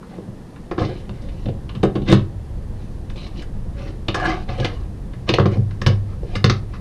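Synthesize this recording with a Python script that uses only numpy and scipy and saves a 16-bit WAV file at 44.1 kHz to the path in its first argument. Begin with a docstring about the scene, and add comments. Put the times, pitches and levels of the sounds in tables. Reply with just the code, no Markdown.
"""In a small rumbling room, a steel strainer basket is knocked, slid and seated into a plastic food tub
on a wooden table; a lid is picked up, laid on and its clips are snapped shut.
Knocks are short chatters of noise that ring the modes of table, tub, basket shell, rim and clips.
Slides are clumped clicks of stick-slip driving the same modes. Shaped noise makes rumble and air,
and a decaying noise tail makes the room answer."""
import sys
import numpy as np
from scipy import signal
from scipy.fft import rfft, irfft, next_fast_len
from scipy.io import wavfile
from scipy.ndimage import uniform_filter1d

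SR = 44100
rng = np.random.default_rng(int(sys.argv[2]) if len(sys.argv) > 2 else 0)


def waveform_to_disk(signal):
    """Save audio, clipped to [-1, 1], as 16-bit WAV at the path in sys.argv[1]."""
    frames = np.transpose(np.atleast_2d(signal))
    scaled = np.clip(frames, -1, 1) * 32767
    samples = np.round(scaled).astype(np.int16)
    wavfile.write(sys.argv[1], SR, samples)


N = 300276

# Resonances of the wooden table top. Each row: frequency in Hz, level in dB, t60 in seconds.
TABLE_MODES = [(77.8, -24, 0.12), (99.97, -6.5, 0.75), (126, -1.5, 0.33), (144.7, -7, .3),
               (198.8, -2, 0.26), (241.2, -9, 0.19)]
# Resonances of the plastic tub wall. Each row: frequency in Hz, level in dB, t60 in seconds.
TUB_MODES = [(317.8, -5, 0.11), (330, 3, 0.071), (384, 3, 0.046), (443, -2.5, 0.033), (501.7, -2, 0.081),
             (559.3, -7.5, 0.19), (621, -6.5, 0.063), (714, -9.5, 0.073), (770.7, -5, 0.074)]
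# Resonances of the basket shell. Each row: frequency in Hz, level in dB, t60 in seconds.
SHELL_MODES = [(979, -16.5, 0.015), (1127, -1, 0.016), (1270, -11.5, 0.048), (1402, -9.5, 0.016),
               (1668, -4, 0.017), (1805, -9.5, 0.016), (2045, -5.5, 0.016)]
# Resonances of the rim. Each row: frequency in Hz, level in dB, t60 in seconds.
RIM_MODES = [(2297, 0, 0.01), (2650, -3, 0.015), (2893, -4.5, 0.022), (3136, -6, 0.014),
             (3636, -4.5, 0.028), (3660, 0.5, 0.0074), (4060, 0.5, 0.0085), (4326, -5, 0.011),
             (4410, -18.5, 0.034)]
# Brightest resonances, of lid and clips. Each row: frequency in Hz, level in dB, t60 in seconds.
SNAP_MODES = [(4730, 2.5, 0.0084), (5180, -1, 0.011), (5465, -2, 0.014), (6120, -6.5, 0.022),
              (6290, -11, 0.018), (6470, -13, 0.023)]


def from_db(db):
    """Gain of a level in dB."""
    return 10 ** (np.asarray(db) / 20)


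def rms_one(x):
    """Scale to unit rms."""
    return x / np.sqrt(np.mean(x ** 2) + 1e-20)


def drift(rate_hz):
    """Slow random wander of rms 1: noise through two equal low-pass poles at rate_hz."""
    step = 40   # samples between the points of the slow curve
    settle = 2000   # points dropped while the filter settles
    pole = np.exp(-2 * np.pi * rate_hz * step / SR)
    noise = rng.standard_normal(N // step + settle + 2)
    slow = signal.lfilter([1], [1, -2 * pole, pole * pole], noise)[settle:]
    return np.interp(np.arange(N) / step, np.arange(len(slow)), rms_one(slow))


def coloured_noise(spectrum, lumpy_db):
    """Noise of a given spectrum whose level wavers; rms 1 with the wavering included."""
    hz, level_db = np.transpose(spectrum)
    size = next_fast_len(N)
    bin_hz = np.fft.rfftfreq(size, 1 / SR)
    shape = from_db(np.interp(np.log(bin_hz + 1), np.log(hz), level_db))
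    noise = irfft(rfft(rng.standard_normal(size)) * shape, size)[:N]
    return rms_one(noise * from_db(lumpy_db * drift(9.8)))


def room_rumble():
    """Low noise of the room that grows to a steady level."""
    # Colour of the rumble. Each row: frequency in Hz, relative level in dB per Hz.
    rumble_colour = [(12, -37), (20, 8), (125, -2.5), (166, -13.5), (206, -9), (242, -29.5), (264, -55),
                     (323, -18.5), (400, -30), (520, -26), (880, -120)]
    start_db, steady_db, rise_s = -46, -28, 1.37
    level_db = np.interp(np.arange(N) / SR, [0, rise_s], [start_db, steady_db])
    return from_db(level_db) * coloured_noise(rumble_colour, lumpy_db=0.86)


def room_air():
    """Faint, nearly steady broadband noise of the air."""
    # Colour of the air. Each row: frequency in Hz, relative level in dB per Hz.
    air_colour = [(100, -13.5), (170, 1), (262, -6.5), (342, -9.5), (1100, -24.5), (1410, -30.5),
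                  (1800, -28.5), (2180, -35), (4370, -38), (7850, -44), (9850, -42.5), (13300, -53.5),
                  (15500, -60)]
    air_db = -39
    return from_db(air_db) * coloured_noise(air_colour, lumpy_db=0.15)


def room_tail(x):
    """Diffuse reverberation: noise that dies away at its own rate in each band."""
    # Decay of the room. Each row: band centre in Hz, t60 in seconds.
    decay_bands = [(200, 0.34), (800, 0.23), (3000, 0.21), (8000, 0.1)]
    level_db = -9
    t = np.arange(SR // 2) / SR
    tail = 0
    for hz, t60 in decay_bands:
        band = signal.butter(2, [hz / 2, hz * 2], "band", fs=SR, output="sos")
        decay = np.exp(-np.log(1000) * t / t60)
        tail = tail + signal.sosfilt(band, rng.standard_normal(len(t))) * decay
    tail *= np.clip(t / 0.0063, 0, 1)   # the first walls answer over a few milliseconds
    tail /= np.sqrt(np.sum(tail ** 2))
    return from_db(level_db) * signal.fftconvolve(x, tail)[:N]


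def ring(force, hz, t60):
    """One resonance: a unit click sets a decaying sine of height 1 ringing."""
    radius = np.exp(-np.log(1000) / (t60 * SR))
    w = 2 * np.pi * hz / SR
    poles = [1, -2 * radius * np.cos(w), radius * radius]
    return signal.lfilter([0, np.sin(w)], poles, force + 1e-18)   # tiny offset avoids denormals


def clatter(force, low_hz, high_hz):
    """The many modes of the mesh and edges, too dense to tell apart: a broad band."""
    band = signal.butter(3, [low_hz, high_hz], "band", fs=SR, output="sos")
    return signal.sosfilt(band, force)


def slips(per_s, clumped_db):
    """Stick-slip: uneven clicks that come in clumps."""
    chance = per_s * from_db(clumped_db * drift(40)) / SR
    return (rng.random(N) < chance) * rng.standard_normal(N)


def rubbed(modes, per_s, t60_factor, wander_db):
    """Slips drive the modes; as the contact point moves, the modes swell in turn; rms 1."""
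    force = slips(per_s, clumped_db=4.0)
    out = 0
    for k, (hz, db, t60) in enumerate(modes):
        moving_force = force * from_db(wander_db * drift(5.3))
        sign = (-1) ** k
        out = out + sign * from_db(db) * ring(moving_force, hz, t60 * t60_factor)
    return rms_one(out)


def stroke(column):
    """Gain of the sliding contact over time: rise, hold and fall, silent between strokes."""
    # Strokes of sliding contact. Each row: start, rise, hold and fall in seconds,
    # then peak level in dB of tub wall, shell and rim.
    strokes = [(0.0, 0.11, 0.055, .03, -46, -55.5, -61), (0.771, 0.02, .01, 0.27, -23.5, -40, -40.5),
               (1.112, 0.028, 0.31, 0.075, -48.5, -62, -62), (2.051, 0.049, .03, .005, -22.5, -31, -34),
               (2.763, 0.018, 0.034, 0.23, -51, -72, -61.5), (3.133, 0.038, 0.1, .03, -44, -54.5, -48.5),
               (3.276, 0.12, 0.0088, 0.04, -45.5, -53, -48),
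               (3.72, 0.076, .105, 0.069, -38.5, -46.5, -52.5), (4.143, .01, 0.051, .06, -29, -32, -41),
               (4.148, 0.093, 0.069, 0.13, -25, -32, -38), (4.468, .022, 0.018, 0.29, -34, -43, -47),
               (4.562, 0.02, 0.053, 0.22, -30.5, -37.5, -45), (5.266, 0.019, .003, .004, -23.5, -31.5, -36),
               (5.495, 0.026, 0.025, 0.029, -31.5, -39, -46), (6.046, 0.049, 0.036, 0.1, -60, -55, -64),
               (6.22, 0.12, 0.027, 0.023, -39, -49, -50), (6.701, 0.04, .015, 0.068, -48, -49, -54.5)]
    range_db = 22.5   # a stroke rises and falls by this much
    t, gain = np.arange(N) / SR, np.zeros(N)
    for row in strokes:
        corners_s = np.cumsum(row[:4])
        shape_db = np.interp(t, corners_s, [-range_db, 0, 0, -range_db], left=-200, right=-200)
        gain = np.maximum(gain, from_db(row[column] + shape_db))
    return uniform_filter1d(gain, size=300)   # rounds the corners over about 7 ms


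def slides():
    """Basket, tub and lid rub on each other and on the table; returns body sound and bright spray."""
    t = np.arange(N) / SR
    lid_dragged = (t > 4.1) & (t < 4.58)   # the lid is dragged over the table
    lid_modes = [(742, 0, .04)]   # Hz, dB, t60 in seconds
    wall = rubbed(TUB_MODES, per_s=600, t60_factor=1.0, wander_db=5.5) * np.where(lid_dragged, .6, 1)
    wall += 0.75 * lid_dragged * rubbed(lid_modes, per_s=1800, t60_factor=0.94, wander_db=2.0)
    # the table top is dragged along
    table = 0.68 * rubbed(TABLE_MODES, per_s=330, t60_factor=0.48, wander_db=2.5)
    shell = rubbed(SHELL_MODES, per_s=900, t60_factor=1.04, wander_db=4.0)
    bright = rubbed(RIM_MODES, per_s=2800, t60_factor=1.0, wander_db=3.0)
    bright += 0.73 * rms_one(clatter(slips(per_s=1700, clumped_db=8.5), low_hz=1990, high_hz=5260))
    bright += 0.26 * rubbed(SNAP_MODES, per_s=1800, t60_factor=0.39, wander_db=3.5)
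    spray = 0.11 * rms_one(clatter(slips(per_s=6100, clumped_db=11.0), low_hz=6100, high_hz=9460))
    bright_stroke = stroke(column=6)
    bodies = stroke(column=4) * (wall + table) + stroke(column=5) * shell + bright_stroke * bright
    return bodies, bright_stroke * spray


def blows(events, level_db, stretch, hz):
    """Each blow is a short chatter of contacts that swells and dies; level_db sets its strength near hz."""
    length = 1500   # samples
    out, t = np.zeros(N + length), np.arange(length) / SR
    probe = np.exp(2j * np.pi * hz * t)
    for (start_s, contact_ms), gain in zip(events, from_db(level_db)):
        chatter = rng.standard_normal(length) * from_db(5 * rng.standard_normal(length))
        decay_ms = np.clip(contact_ms * stretch, .3, 9)
        chatter *= np.exp(-t * 1000 / decay_ms)
        chatter *= 1 - np.exp(-t / 0.0052)
        # mostly the energy at hz, partly the energy of the whole chatter
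        strength = np.sqrt(.7 * abs(chatter @ probe) ** 2 + .3 * chatter @ chatter)
        start = round(start_s * SR)
        out[start:start + length] += gain * chatter / strength
    return out[:N]


def struck(modes, events, level_db, centre_hz, db_per_octave, stretch):
    """The spot that is hit favours the modes near its centre; each mode takes a slightly other share."""
    out = 0
    for hz, db, t60 in modes:
        off_centre_db = db_per_octave * abs(np.log2(hz / centre_hz))
        share_db = db - off_centre_db + 0.23 * rng.standard_normal(len(events))
        out = out + ring(blows(events, level_db + share_db, stretch, hz), hz, t60)
    return out


def knocks():
    """Blows ring table, tub, shell, rim and clips; returns table thuds, bodies and bare edges."""
    # Knocks and ticks. Each row: start in seconds, level in dB of table, tub wall, shell, rim and top,
    # contact time in ms before each part's stretch and limits, shell centre in Hz.
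    knock_rows = [(0.027, -60, -62, -31.5, -58, -70, 5.1, 950),
                  (0.1824, -30, -30.5, -43, -66, -67, 4.5, 1090),
                  (0.2762, -25.5, -46, -42, -62, -67, 3.2, 910),
                  (0.559, -57, -68, -35.5, -44, -68, 7.9, 1240),
                  (0.711, -45, -23.5, -17.5, -31, -43, 5.2, 1180),
                  (0.7776, -22, -20.5, -14, -31, -53, 17, 1090),
                  (0.815, -10.5, -18.5, -19, -41, -53, 5.2, 1240),
                  (1.0927, -23.5, -33.5, -32, -35.5, -57, 2.1, 1010),
                  (1.215, -60, -60, -56, -54, -49, 4.4, 912), (1.285, -57, -53, -38, -39, -64, 19, 1710),
                  (1.456, -14.5, -27, -39, -33, -59, 8.5, 1290),
                  (1.485, -20, -22.5, -60, -37.5, -59, 4.3, 931),
                  (1.6915, -66, -60, -28.5, -30.5, -59, 7.4, 990),
                  (1.748, -20, -39, -28.5, -32.5, -50, 17, 1060), (1.8299, -9, -9, -10, -19, -34, 8.7, 920),
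                  (1.9522, -15, -19, -24, -28, -47, 18, 1160), (2.0165, -20, -36, -44, -38, -56, 21, 902),
                  (2.0841, -9.5, -22, -36, -19, -38, 13, 1140),
                  (2.0975, -35, -23, -26, -30, -34, 2.6, 1700), (2.115, -44, -28, -25, -26, -30, 4.6, 2000),
                  (2.1249, -0.5, -8.5, -4.5, -8.5, -23, 3, 1250),
                  (3.0975, -60, -60, -33.5, -36.5, -46.5, 6.2, 1600),
                  (3.1578, -60, -35, -44, -38, -49, 4.7, 1150),
                  (3.4182, -60, -62, -29.5, -38, -44.5, 6.5, 1820),
                  (4.0825, -16, -22.5, -15.5, -13, -52, 4.7, 1240),
                  (4.143, -36, -24, -10.5, -20, -24, 5.9, 1340),
                  (4.1958, -38, -43, -42, -43, -49, 4.6, 1280), (4.257, -44, -41, -21, -23, -36, 5, 1280),
                  (4.296, -44, -24.5, -31, -33, -50, 1.7, 1300),
                  (4.487, -19.5, -39, -25.5, -30, -56, 24, 1270),
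                  (4.5992, -14, -20.5, -31, -24, -33, 3.5, 2010),
                  (4.645, -20, -23, -12.5, -12.5, -28, 5.8, 2100),
                  (5.1326, -63, -57, -33, -41.5, -56, 5.6, 1640),
                  (5.2893, -12.5, -16, -12, -8, -23, 7, 1130),
                  (5.3384, -16, -16, -10.5, -9, -24, 1.35, 2300),
                  (5.3837, -11.5, -12, -4, -37, -35, 2.1, 1030),
                  (5.3974, -7, -20, -11, -20, -40, 3.1, 1200),
                  (5.456, -6.5, -15, -12.5, -22, -36.5, 3.3, 930),
                  (5.554, -39, -27.5, -39, -51, -50, 4.5, 950),
                  (5.5698, -6.5, -28.5, -44, -56, -50, 2.8, 1130),
                  (5.596, -32, -39, -46, -57, -56, 5.8, 1100), (5.708, -54, -54, -31, -37, -53, 3.1, 1610),
                  (5.8154, -17, -29, -14.5, -27, -30, 2.2, 1540),
                  (5.8625, -4.5, -18, -6, -10, -17.5, 5, 1040), (5.897, -16, -26, -34, -31, -45, 8.1, 1100),
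                  (6.231, -26, -32.5, -50, -56, -51, 3.9, 1090),
                  (6.3525, -11.5, -29, -15, -20, -28, 5.7, 1640),
                  (6.442, -4.5, -14, -3, -5.5, -14, 2.08, 1480),
                  (6.4972, -7, -18.5, -5, -10.5, -14.5, 1.84, 1360),
                  (6.7345, -60, -57, -27, -57, -46, 15, 1115)]
    # What is handled favours its own modes: tub set down, basket lowered, basket seated, lid fetched,
    # lid laid on, clips. Each row: start in seconds, table, tub and rim centre in Hz,
    # level of the bare edges over the top in dB.
    stages = [(0, 197, 326, 2450, 12), (1.0, 180, 394, 3050, 19), (1.8, 184, 337, 3120, 18),
              (3.6, 112, 352, 3050, 12), (5.2, 114, 343, 2890, 9.5), (5.76, 105, 410, 2830, 10.5),
              (6.4, 114, 356, 4400, 1.5)]
    start_s, table_db, tub_db, shell_db, rim_db, top_db, contact_ms, shell_hz = np.transpose(knock_rows)
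    events = np.transpose([start_s, contact_ms])
    stage_s, *settings = np.transpose(stages)
    stage = np.searchsorted(stage_s, start_s) - 1
    table_hz, tub_hz, rim_hz, edge_over_top_db = np.array(settings)[:, stage]

    thuds = struck(TABLE_MODES, events, table_db, table_hz, db_per_octave=8.0, stretch=0.63)
    bodies = struck(TUB_MODES, events, tub_db, tub_hz, db_per_octave=2.5, stretch=0.66)
    bodies += struck(SHELL_MODES, events, shell_db, shell_hz, db_per_octave=12.5, stretch=1.0)
    bodies += struck(RIM_MODES, events, rim_db, rim_hz, db_per_octave=15.5, stretch=0.34)
    bodies += struck(SNAP_MODES, events, top_db, centre_hz=4910, db_per_octave=8.0, stretch=1.56)
    mesh_force = blows(events, rim_db + 14.0, stretch=4.8, hz=3090)
    bodies += clatter(mesh_force, low_hz=1950, high_hz=4680)

    edge_db = top_db + edge_over_top_db
    edges = clatter(blows(events, edge_db, stretch=3.1, hz=8930), low_hz=6040, high_hz=9440)
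    very_top_force = blows(events, edge_db - 15.5, stretch=0.83, hz=12000)
    edges += clatter(very_top_force, low_hz=9500, high_hz=15000)
    return thuds, bodies, edges


def darkened(x):
    """A steep low-pass at 6800 Hz keeps the ringing bodies dull on top."""
    return signal.sosfilt(signal.butter(4, 6800, fs=SR, output="sos"), x)


def scene():
    """Knocks and slides in the room, over rumble and air."""
    background = room_rumble() + room_air()
    rubbing, spray = slides()
    thuds, bodies, edges = knocks()
    # only the bare edges and the spray reach above the low-pass
    near = darkened(bodies + rubbing) + edges + spray
    return (thuds + near + room_tail(near) + background)[None]


def record(dry):
    """Peaks are rounded, the top is cut."""
    rounded = 1.1 * np.tanh(dry / 1.1)
    top_cut = signal.cheby2(12, 70, 15800, fs=SR, output="sos")   # 70 dB down from 15800 Hz up
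    return signal.sosfilt(top_cut, rounded)


dry = scene()
out = record(dry)
waveform_to_disk(out)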